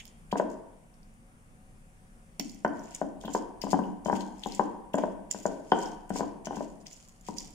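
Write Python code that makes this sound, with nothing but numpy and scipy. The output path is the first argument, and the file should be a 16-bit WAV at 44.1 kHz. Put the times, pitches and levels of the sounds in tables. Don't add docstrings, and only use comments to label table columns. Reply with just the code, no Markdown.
import sys
import numpy as np
from scipy import signal
from scipy.fft import rfft, irfft, next_fast_len
from scipy.io import wavfile
from scipy.ndimage import uniform_filter1d

SR = 44100
rng = np.random.default_rng(int(sys.argv[2]) if len(sys.argv) > 2 else 0)


def ratio_of_db(decibels):
    return 10 ** (np.asarray(decibels, float) / 20)


def materialize(psi):
    bounded = np.clip(np.atleast_2d(psi).T, -1, 1)
    quanta = np.round(bounded * 32767).astype(np.int16)
    wavfile.write(sys.argv[1], SR, quanta)


N = 332514

# frequency in Hz, level in dB per Hz.
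AIR_SPECTRUM = [(20, -10), (45, -11.5), (65, -15), (215, -12.5), (300, -23), (900, -27.5), (2300, -33),
                (4200, -43.5), (7000, -39), (9600, -33.5), (11000, -42), (12500, -51), (14800, -47.5),
                (16200, -64)]
# frequency in Hz, likeness from -1 to 1.
AIR_LIKENESS = [(60, 0.56), (180, 0.88), (550, 0.47), (1650, -0.6), (4970, 0.32), (15000, -0.25)]
# frequency in Hz, left over right in dB.
AIR_LEAN = [(60, 0.5), (180, 3.6), (550, 0.5), (1650, 1.1), (4970, 0.41), (15000, 5.3)]
# frequency in Hz, width in Hz, level in dB.
HUM_LINES = [(27.1, 5.8, -60), (39.6, 6, -63.5), (97, 6.4, -70), (159, 3.9, -68), (196.6, 20, -70.5),
             (233.3, 19, -70.5), (539.6, 8.6, -75.5), (745, 23, -76.5)]

# delay in ms, level in dB.
ECHOES = [(5.0, -11.5), (8.0, -18.5), (13.5, -13), (15.5, -24.5), (24.0, -41)]
# frequency in Hz, 60 dB decay in seconds.
KITCHEN_DECAY = [(120, 0.87), (330, 0.65), (870, 0.87), (2300, 0.7), (6000, 0.42), (14000, 0.1)]
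# frequency in Hz, level in dB.
ROOM_SEND = [(120, -11.5), (250, 7), (600, -5), (1500, -7), (3200, -5.5), (7000, -11), (14000, -19.5)]
# frequency in Hz, width in Hz, level in dB, left over right in dB.
PORT_CAVITIES = [(3200, 555, 6.5, 4.5), (5250, 1460, 0.5, -2.5), (7000, 200, 4.5, -15.5),
                 (10400, 1900, -1, 2), (14800, 3700, -32, 4)]

# time in seconds, left over right of the paste in dB.
PESTLE_PLACE = [(0, -12.5), (.4, -8.5), (2.45, -12.5), (2.95, -7), (3.2, -5), (3.33, -12), (3.7, 1),
                (4.1, -3), (4.55, -3), (4.95, -9), (5.33, -4), (5.8, -7.5), (6.15, -3.5), (6.25, -9),
                (6.5, -5.5), (6.95, -11), (7.25, -3.5), (7.4, -14)]

# frequency in Hz, level in dB per Hz.
FIZZ_SPECTRUM = [(2060, -37), (3500, -18), (4130, -7), (5330, -4.5), (6010, -6.5), (6400, 2), (7040, -3.5),
                 (8150, -3.5), (8970, -10), (10600, -20), (11500, -18), (14800, -19), (16000, -29.5)]
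# frequency in Hz, level in dB per Hz.
SQUELCH_SPECTRUM = [(1200, -21), (2000, 7.5), (2700, 5), (3200, 0), (3800, -1), (4600, -24.5)]
# peak time in seconds, level in dB, build-up in seconds,
# squelch against the fizz in dB.
SPURTS = [(0.001, -48.5, 0.0011, 12), (0.317, -45, 0.0012, -0.5), (2.397, -44, 0.00084, 7),
          (2.652, -48, 0.0081, -11), (2.954, -46, 0.042, -2.5), (3.341, -39, 0.022, -28),
          (3.723, -38.5, .04, -9.5), (4.165, -37, 0.053, -8), (4.217, -42.5, 0.043, -5),
          (4.437, -47.5, 0.015, 1), (4.935, -44.5, 0.00061, -3), (4.955, -63.5, 0.0093, -22),
          (5.312, -38, 0.011, -11.5), (5.716, -78, 0.0034, 40), (6.096, -48, 0.00076, -1),
          (6.459, -39.5, 0.014, -4), (6.812, -56, 0.014, -18), (6.866, -46, 0.014, -1),
          (7.371, -37.5, 0.0078, -9)]
# peak time in seconds, level in dB, build-up in seconds,
# fade in dB per second, squelch against the fizz in dB.
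SQUEEZES = [(0.083, -60, 0.61, 400, -22), (.372, -45, 0.0067, 280, -0.5), (0.5, -54.5, 0.021, 211, -14),
            (2.412, -49, 0.014, 98, -12), (2.542, -70, 0.081, 241, 1), (2.923, -54.5, 0.35, 195, -6.5),
            (2.977, -51, 0.018, 190, -13), (3.208, -54.5, .001, 98, -10), (3.354, -45.5, 0.1, 192, -8),
            (3.616, -44, 0.0012, 267, -6), (3.75, -54, .03, 91, -9.5), (4.049, -46, .001, 162, -11),
            (4.24, -56, 0.022, 101, -24), (4.544, -45, .2, 124, -7), (4.983, -46.5, 0.0099, 177, -2.5),
            (5.328, -45, 0.0065, 80, -10.5), (5.456, -49, 0.0032, 138, -8), (5.833, -44, 0.19, 129, -9.5),
            (6.17, -35.5, 0.056, 380, -11), (6.235, -56.5, 0.045, 138, -9.5),
            (6.559, -46.5, 0.057, 120, -6.5), (6.917, -51, 0.059, 66, -11.5),
            (7.272, -46.5, 0.037, 162, -9.5), (7.4, -48.5, 0.017, 103, -8.5)]

# start in seconds, peak in dB, pitch in Hz,
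# left over right in dB, length in ms.
SPLITS = [(0.055, -42, 5040, -20, 0.34), (2.397, -33.5, 5250, -37, 1.1), (2.794, -44, 6060, -7, 1.7),
          (3.252, -39, 3330, 0.5, 3.8), (3.337, -35.5, 7200, -15, 1.5), (3.6177, -27.5, 4700, 13, 1),
          (3.643, -40, 6860, -4, 1.5), (3.8375, -46.5, 2670, 8, 1.2), (4.121, -40.5, 5300, -1, 0.97),
          (4.4682, -37.5, 6700, -2, 3.1), (4.9355, -36, 2700, 4, 2.2), (5.4108, -54, 7260, -6, 1.5),
          (5.4306, -43.5, 6700, -8, 2.1), (6.0927, -40.5, 8000, -3, 4)]
# start in seconds, peak in dB, pitch in Hz, left over right in dB.
POPS = [(0.313, -41.5, 2180, -3), (0.3187, -36, 3750, -6), (0.3756, -34.5, 6950, -2),
        (2.4952, -41, 5130, -13), (2.9477, -25.5, 7450, 1), (3.212, -51, 3580, 11), (3.716, -32, 6660, 3),
        (4.049, -41.5, 6550, -8), (4.208, -38.5, 3880, 16), (4.4359, -28.5, 3620, 9.5),
        (4.5206, -32.5, 4600, 10), (4.5483, -32.5, 7070, -7), (4.9537, -38.5, 7300, -14),
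        (5.3118, -19.5, 7100, -9), (5.463, -31, 6600, -10), (5.7898, -35, 6940, -7),
        (5.858, -37.5, 5100, -10), (6.4563, -31.5, 6000, 12.5), (6.558, -40, 6400, -4),
        (6.8676, -33, 5500, 8), (6.9294, -34, 6600, 0), (7.2691, -52, 6400, 2), (7.384, -25, 5440, -7.5)]
# start in seconds, peak in dB, pitch in Hz.
TICKS = [(0.502, -52, 6750), (0.543, -57, 6420), (0.9408, -58, 5200), (1.031, -54, 4980),
         (1.1394, -57, 8900), (2.517, -45, 6800), (2.546, -47, 5990), (2.679, -45.5, 5700),
         (2.8365, -46, 6600), (4.983, -41, 6840), (7.0855, -46.5, 7270), (7.2115, -46.5, 6680),
         (7.5055, -47.5, 7000)]

# start in seconds, peak in dB, floor thump and bowl ring against it in dB.
BLOWS = [(0.326, -14.5, -3.5, -20), (2.395, -32.5, 8, -14), (2.647, -10, -10, -8), (3.014, -15, -9, -17.5),
         (3.247, -34.5, 10, -12), (3.348, -11.5, -15.5, -17.5), (3.637, -23, 0.5, -21),
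         (3.73, -11, -3, -16), (4.058, -22.5, 1, -13), (4.459, -22.5, -1, -18.5), (4.594, -9, -11, -16.5),
         (4.941, -14.5, -2.5, -15), (5.345, -26.5, -6, -12.5), (5.454, -12, -12, -15.5),
         (5.719, -4.5, -12.5, -11), (6.103, -21.5, 2, -11), (6.206, -13.5, -9.5, -17.5),
         (6.469, -24.5, -2, -10), (6.606, -19.5, -15, -22.5), (7.285, -25, -3, -22)]
MORE_KNOCKS = [(0.355, -19.5, -9, -13), (0.397, -10, -23, -15.5), (3.237, -32, -29, -11),
               (3.279, -27, -36, -10.5), (3.299, -37, -6, -18), (6.194, -25, -8, -19), (3.667, -28, -4, -16),
               (3.682, -31, 0, -36), (3.741, -17, -5.5, -14), (3.789, -20, -2.5, -16.5), (3.816, -27.5, 3.5, -25),
               (4.083, -19, -24, -19), (4.097, -13, -19, -15), (4.127, -16, -1, -10), (4.983, -18, -26, -16.5),
               (4.975, -22, -21.5, -16), (5.035, -14.5, -10.5, -16.5), (6.157, -23.5, -26, -14),
               (6.23, -23.5, -6, -26.5), (6.507, -21.5, -42, -18.5), (6.529, -30, -3, -11), (6.568, -27, 3, -12),
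               (7.369, -56, 19, -20)]
# start in seconds, peak in dB.
CLINKS = [(2.394, -48), (2.647, -39.5), (3.014, -52), (3.246, -46), (3.277, -38), (3.729, -39),
          (4.057, -35.5), (4.593, -47), (4.986, -44), (5.717, -19.5), (6.103, -46), (6.468, -37.5)]
# frequency in Hz, level in dB, 60 dB decay in seconds.
THUMP_MODES = [(193.1, -6.5, 0.21), (213.9, 0, 0.081), (281.9, 1, 0.064), (348, 1, 0.021)]
PUSH_MODES = [(88.6, 0.0, 0.16)]
BODY_MODES = [(493, 0, 0.0086), (583.5, 5.5, 0.011), (704.3, 5, 0.016), (866, 1.5, 0.017)]
BOWL_MODES = [(920, 0.0, 0.043)]
RING_MODES = [(1532, -5, 0.026), (1710, -15, 0.028)]
CLINK_MODES = [(3092, -10, 0.019), (5000, -18.5, 0.0089), (6400, -38, .01)]


def evened(x):
    return x / np.sqrt(np.mean(x ** 2) + 1e-20)


def read(points, hz):
    f, value = np.transpose(points)
    return np.interp(np.log(hz + 1), np.log(f + 1), value)


def add(mix, s, sound):
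    part = mix[:, max(round(s * SR), 0):][:, :sound.shape[1]]
    part += sound[:, :part.shape[1]]


def placed(x, pan_db):
    return np.array([x * ratio_of_db(pan_db / 2), x * ratio_of_db(-pan_db / 2)])


def colour(x, points):
    length = x.shape[-1]
    size = next_fast_len(length)
    gain = ratio_of_db(read(points, np.fft.rfftfreq(size, 1 / SR)))
    return irfft(rfft(x, size) * gain, size)[..., :length]


def resonate(x, hz, width):
    r = np.exp(-np.pi * width / SR)
    pole = r * np.exp(2j * np.pi * hz / SR)
    return 2 * signal.lfilter([1 - r], [1, -pole], x).real


def place(s):
    return np.interp(s, *np.transpose(PESTLE_PLACE))


def stone_pan(s):
    return 12 + 0.83 * place(s)


def hum():
    bins = 8000
    hz = np.fft.rfftfreq(N, 1 / SR)[:bins]
    lines = np.zeros(bins)
    for f, width, db in HUM_LINES:
        lines += ratio_of_db(db) / np.sqrt(width) / (1 + (2 * (hz - f) / width) ** 2)
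    chance = rng.standard_normal((bins, 2)) @ [1, 1j]
    return irfft(lines * chance, N) * N / np.sqrt(np.pi * N / SR)


def air():
    frames, hz = N // 512 + 5, np.fft.rfftfreq(2048, 1 / SR)
    a, b, c, d, patches = rng.standard_normal((frames, 1025, 5)).T
    patches = evened(uniform_filter1d(uniform_filter1d(patches, 20, 0), 8, 1))
    same = np.clip(read(AIR_LIKENESS, hz), -1, 1)[:, None]
    left = a + 1j * b
    right = same * left + np.sqrt(1 - same ** 2) * (c + 1j * d)
    level = ratio_of_db(read(AIR_SPECTRUM, hz)[:, None] + 1.2 * patches)
    z = np.array([left, right]) * level * placed(1, read(AIR_LEAN, hz))[:, :, None]
    noise = signal.istft(z, nperseg=2048, noverlap=1536)[1][:, :N]
    return ratio_of_db(-57) * evened(noise) + hum()


def room_tail():
    taps = np.zeros((3, SR))
    at = np.arange(300, SR - 20, 20) + rng.integers(0, 20, (3, (SR - 301) // 20))
    np.put_along_axis(taps, at, rng.choice([-1., 1.], at.shape), 1)
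    hz, t, z = signal.stft(taps[:2] + 0.75 * taps[2], SR, nperseg=256)
    t60 = read(KITCHEN_DECAY, hz)[:, None]
    tail = signal.istft(z * ratio_of_db(-60 * t / t60) / np.sqrt(t60), SR, nperseg=256)[1]
    tail[:, :300] = 0
    return tail / np.linalg.norm(tail[0])


def kitchen(x):
    out, source = np.zeros((2, N)), x.mean(0)
    for (ms, db), side in zip(ECHOES, rng.uniform(0.94, 1, len(ECHOES))):
        add(out, ms / 1000, ratio_of_db(db) * placed(source, 3 + 4 * side))
    sent = colour(source, ROOM_SEND)
    turn = np.arange(N) / SR * np.pi * 3.1
    for k in range(3):
        fed = sent * np.cos(turn + k * np.pi / 3) * np.sqrt(2 / 3)
        ringing_on = signal.fftconvolve(fed[None], room_tail(), axes=1)[:, :N]
        out += placed(0.88, 1.53)[:, None] * ringing_on
    return out


def crackle(per_s, spread_db, length):
    size = ratio_of_db(spread_db * np.minimum(rng.exponential(1, length), 4))
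    pops = size * (rng.random(length) < per_s / SR)
    puff = 0.5 + signal.lfilter([1], [1, -.96], pops)
    both, left, right = rng.standard_normal((3, length))
    return puff * np.array([both + 4.65 * left, both + 1.65 * right])


def juice():
    out = np.zeros((2, N))
    build_up_db, gone_db, spurt_fade = 19.5, -76, 1103
    spurts = [(s, db, rise, spurt_fade, low) for s, db, rise, low in SPURTS]
    for s, peak_db, rise, fade, squelch_db in spurts + SQUEEZES:
        rise = max(rise, 0.004)
        t = np.arange(max(s - rise, 0), s + (peak_db - gone_db) / fade, 1 / SR)
        db = peak_db - np.where(t < s, build_up_db * (s - t) / rise, fade * (t - s))
        fizz = evened(colour(crackle(500, 4.4, SR // 2), FIZZ_SPECTRUM))
        squelch = evened(colour(crackle(380, 4.2, SR // 2), SQUELCH_SPECTRUM))
        wet = np.tile(fizz + ratio_of_db(squelch_db) * squelch, 5)[:, :len(t)]
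        add(out, t[0], ratio_of_db(db - 5.5) * wet * placed(1, place(t)))
    return out


def snaps():
    out, t = np.zeros((2, N)), np.arange(900) / SR
    # balance, length in ms, level of the top in dB
    rows = [(*split, -23.5) for split in SPLITS]
    rows += [(*pop, 1.75, -61) for pop in POPS]
    rows += [(*tick, place(tick[0]), 1.13, -25) for tick in TICKS]
    noises = rng.standard_normal((len(rows), 3, 900))
    for (s, db, hz, pan_db, ms, top_db), (a, b, c) in zip(rows, noises):
        pitched = resonate(resonate(a, hz, 0.3 * hz), hz, 0.3 * hz)
        crack = resonate(np.diff(b, 2, prepend=[0, 0]), 5500, 4000)
        top = resonate(resonate(c, 13500, 3500), 13500, 3500)
        burst = evened(pitched) + 0.18 * evened(crack) + ratio_of_db(top_db + 15.5) * evened(top)
        u = t / (ms / 1000)
        burst = burst * u ** 2 * np.exp(-2 * u)
        add(out, s - .001, placed(ratio_of_db(db - 3.5) * burst / abs(burst).max(), pan_db))
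    return out


def ringing(modes, detune, contact_ms):
    t = np.arange(4000) / SR
    rings = np.zeros(4000)
    for (hz, db, t60), d in zip(modes, detune):
        rings += ratio_of_db(db - 60 * t / t60) * np.sin(2 * np.pi * hz * d * t)
    struck = -rings * (1 - np.exp(-t / (contact_ms / 1000))) ** 2
    return struck / abs(struck).max()


def blows():
    dull, bright = np.zeros((2, 2, N))
    landings = BLOWS + MORE_KNOCKS
    for (s, db, thump_db, ring_db), luck in zip(landings, rng.standard_normal((len(landings), 4))):
        pan_db = stone_pan(s)
        thump = ringing(THUMP_MODES, 1 + 0.017 * luck, 2.75)
        push = ringing(PUSH_MODES, 1 + 0.08 * luck, 1.3)
        knock = ringing(BODY_MODES, 1 + 0.061 * luck, 0.97)
        knock = knock + ratio_of_db(-12) * ringing(BOWL_MODES, 1 + 0.002 * luck, 0.2)
        ring = ringing(RING_MODES, 1 + 0.0088 * luck, 0.3)
        early = s - 0.0016
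        add(dull, early, ratio_of_db(db + thump_db - 6) * placed(thump, pan_db))
        add(bright, early, ratio_of_db(db + thump_db - 24.5) * placed(push, pan_db))
        add(dull, s + 0.00056, ratio_of_db(db + 1.5) * placed(knock, pan_db))
        add(bright, s + 0.001067, ratio_of_db(db + ring_db) * placed(ring, pan_db - 10))
    for (s, db), luck in zip(CLINKS, rng.standard_normal((len(CLINKS), 3))):
        clink = ringing(CLINK_MODES, 1 + 0.0048 * luck, 0.27)
        add(bright, s + 0.000995, ratio_of_db(db) * placed(clink, stone_pan(s) - 10.5))
    band = signal.butter(4, [150, 1150], "band", fs=SR, output="sos")
    return signal.sosfilt(band, dull) + bright


def through_ports(crush):
    out = ratio_of_db(-2) * crush
    for hz, width, db, pan_db in PORT_CAVITIES:
        out = out + ratio_of_db(db) * resonate(crush, hz, width) * placed(1.0, pan_db)[:, None]
    return out


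def scene():
    crush = through_ports(snaps() + juice())
    near = blows() + crush
    direct = np.array([near[0], np.roll(near[1], 6)])
    return direct + kitchen(near) + air()


def low_pass(x):
    return signal.sosfilt(signal.butter(12, 16500, fs=SR, output="sos"), x)


def record(dry):
    power_db = 10 * np.log10(abs(uniform_filter1d((dry ** 2).mean(0), 800)) + 1e-12)
    fall = np.arange(N) * 7.4 / SR
    held_db = np.maximum.accumulate(power_db + fall) - fall
    over_db = np.maximum(held_db + 42, 0)
    ducked = dry / ratio_of_db(0.11 * uniform_filter1d(over_db, 400))
    ducked = ducked - 0.3 * resonate(ducked, 3980, 435)
    edge = signal.firwin(255, 15900, window=("kaiser", 8), fs=SR)
    finished = signal.oaconvolve(ducked, edge[None], "same")
    return low_pass(finished)


dry = scene()
out = record(dry)
materialize(out)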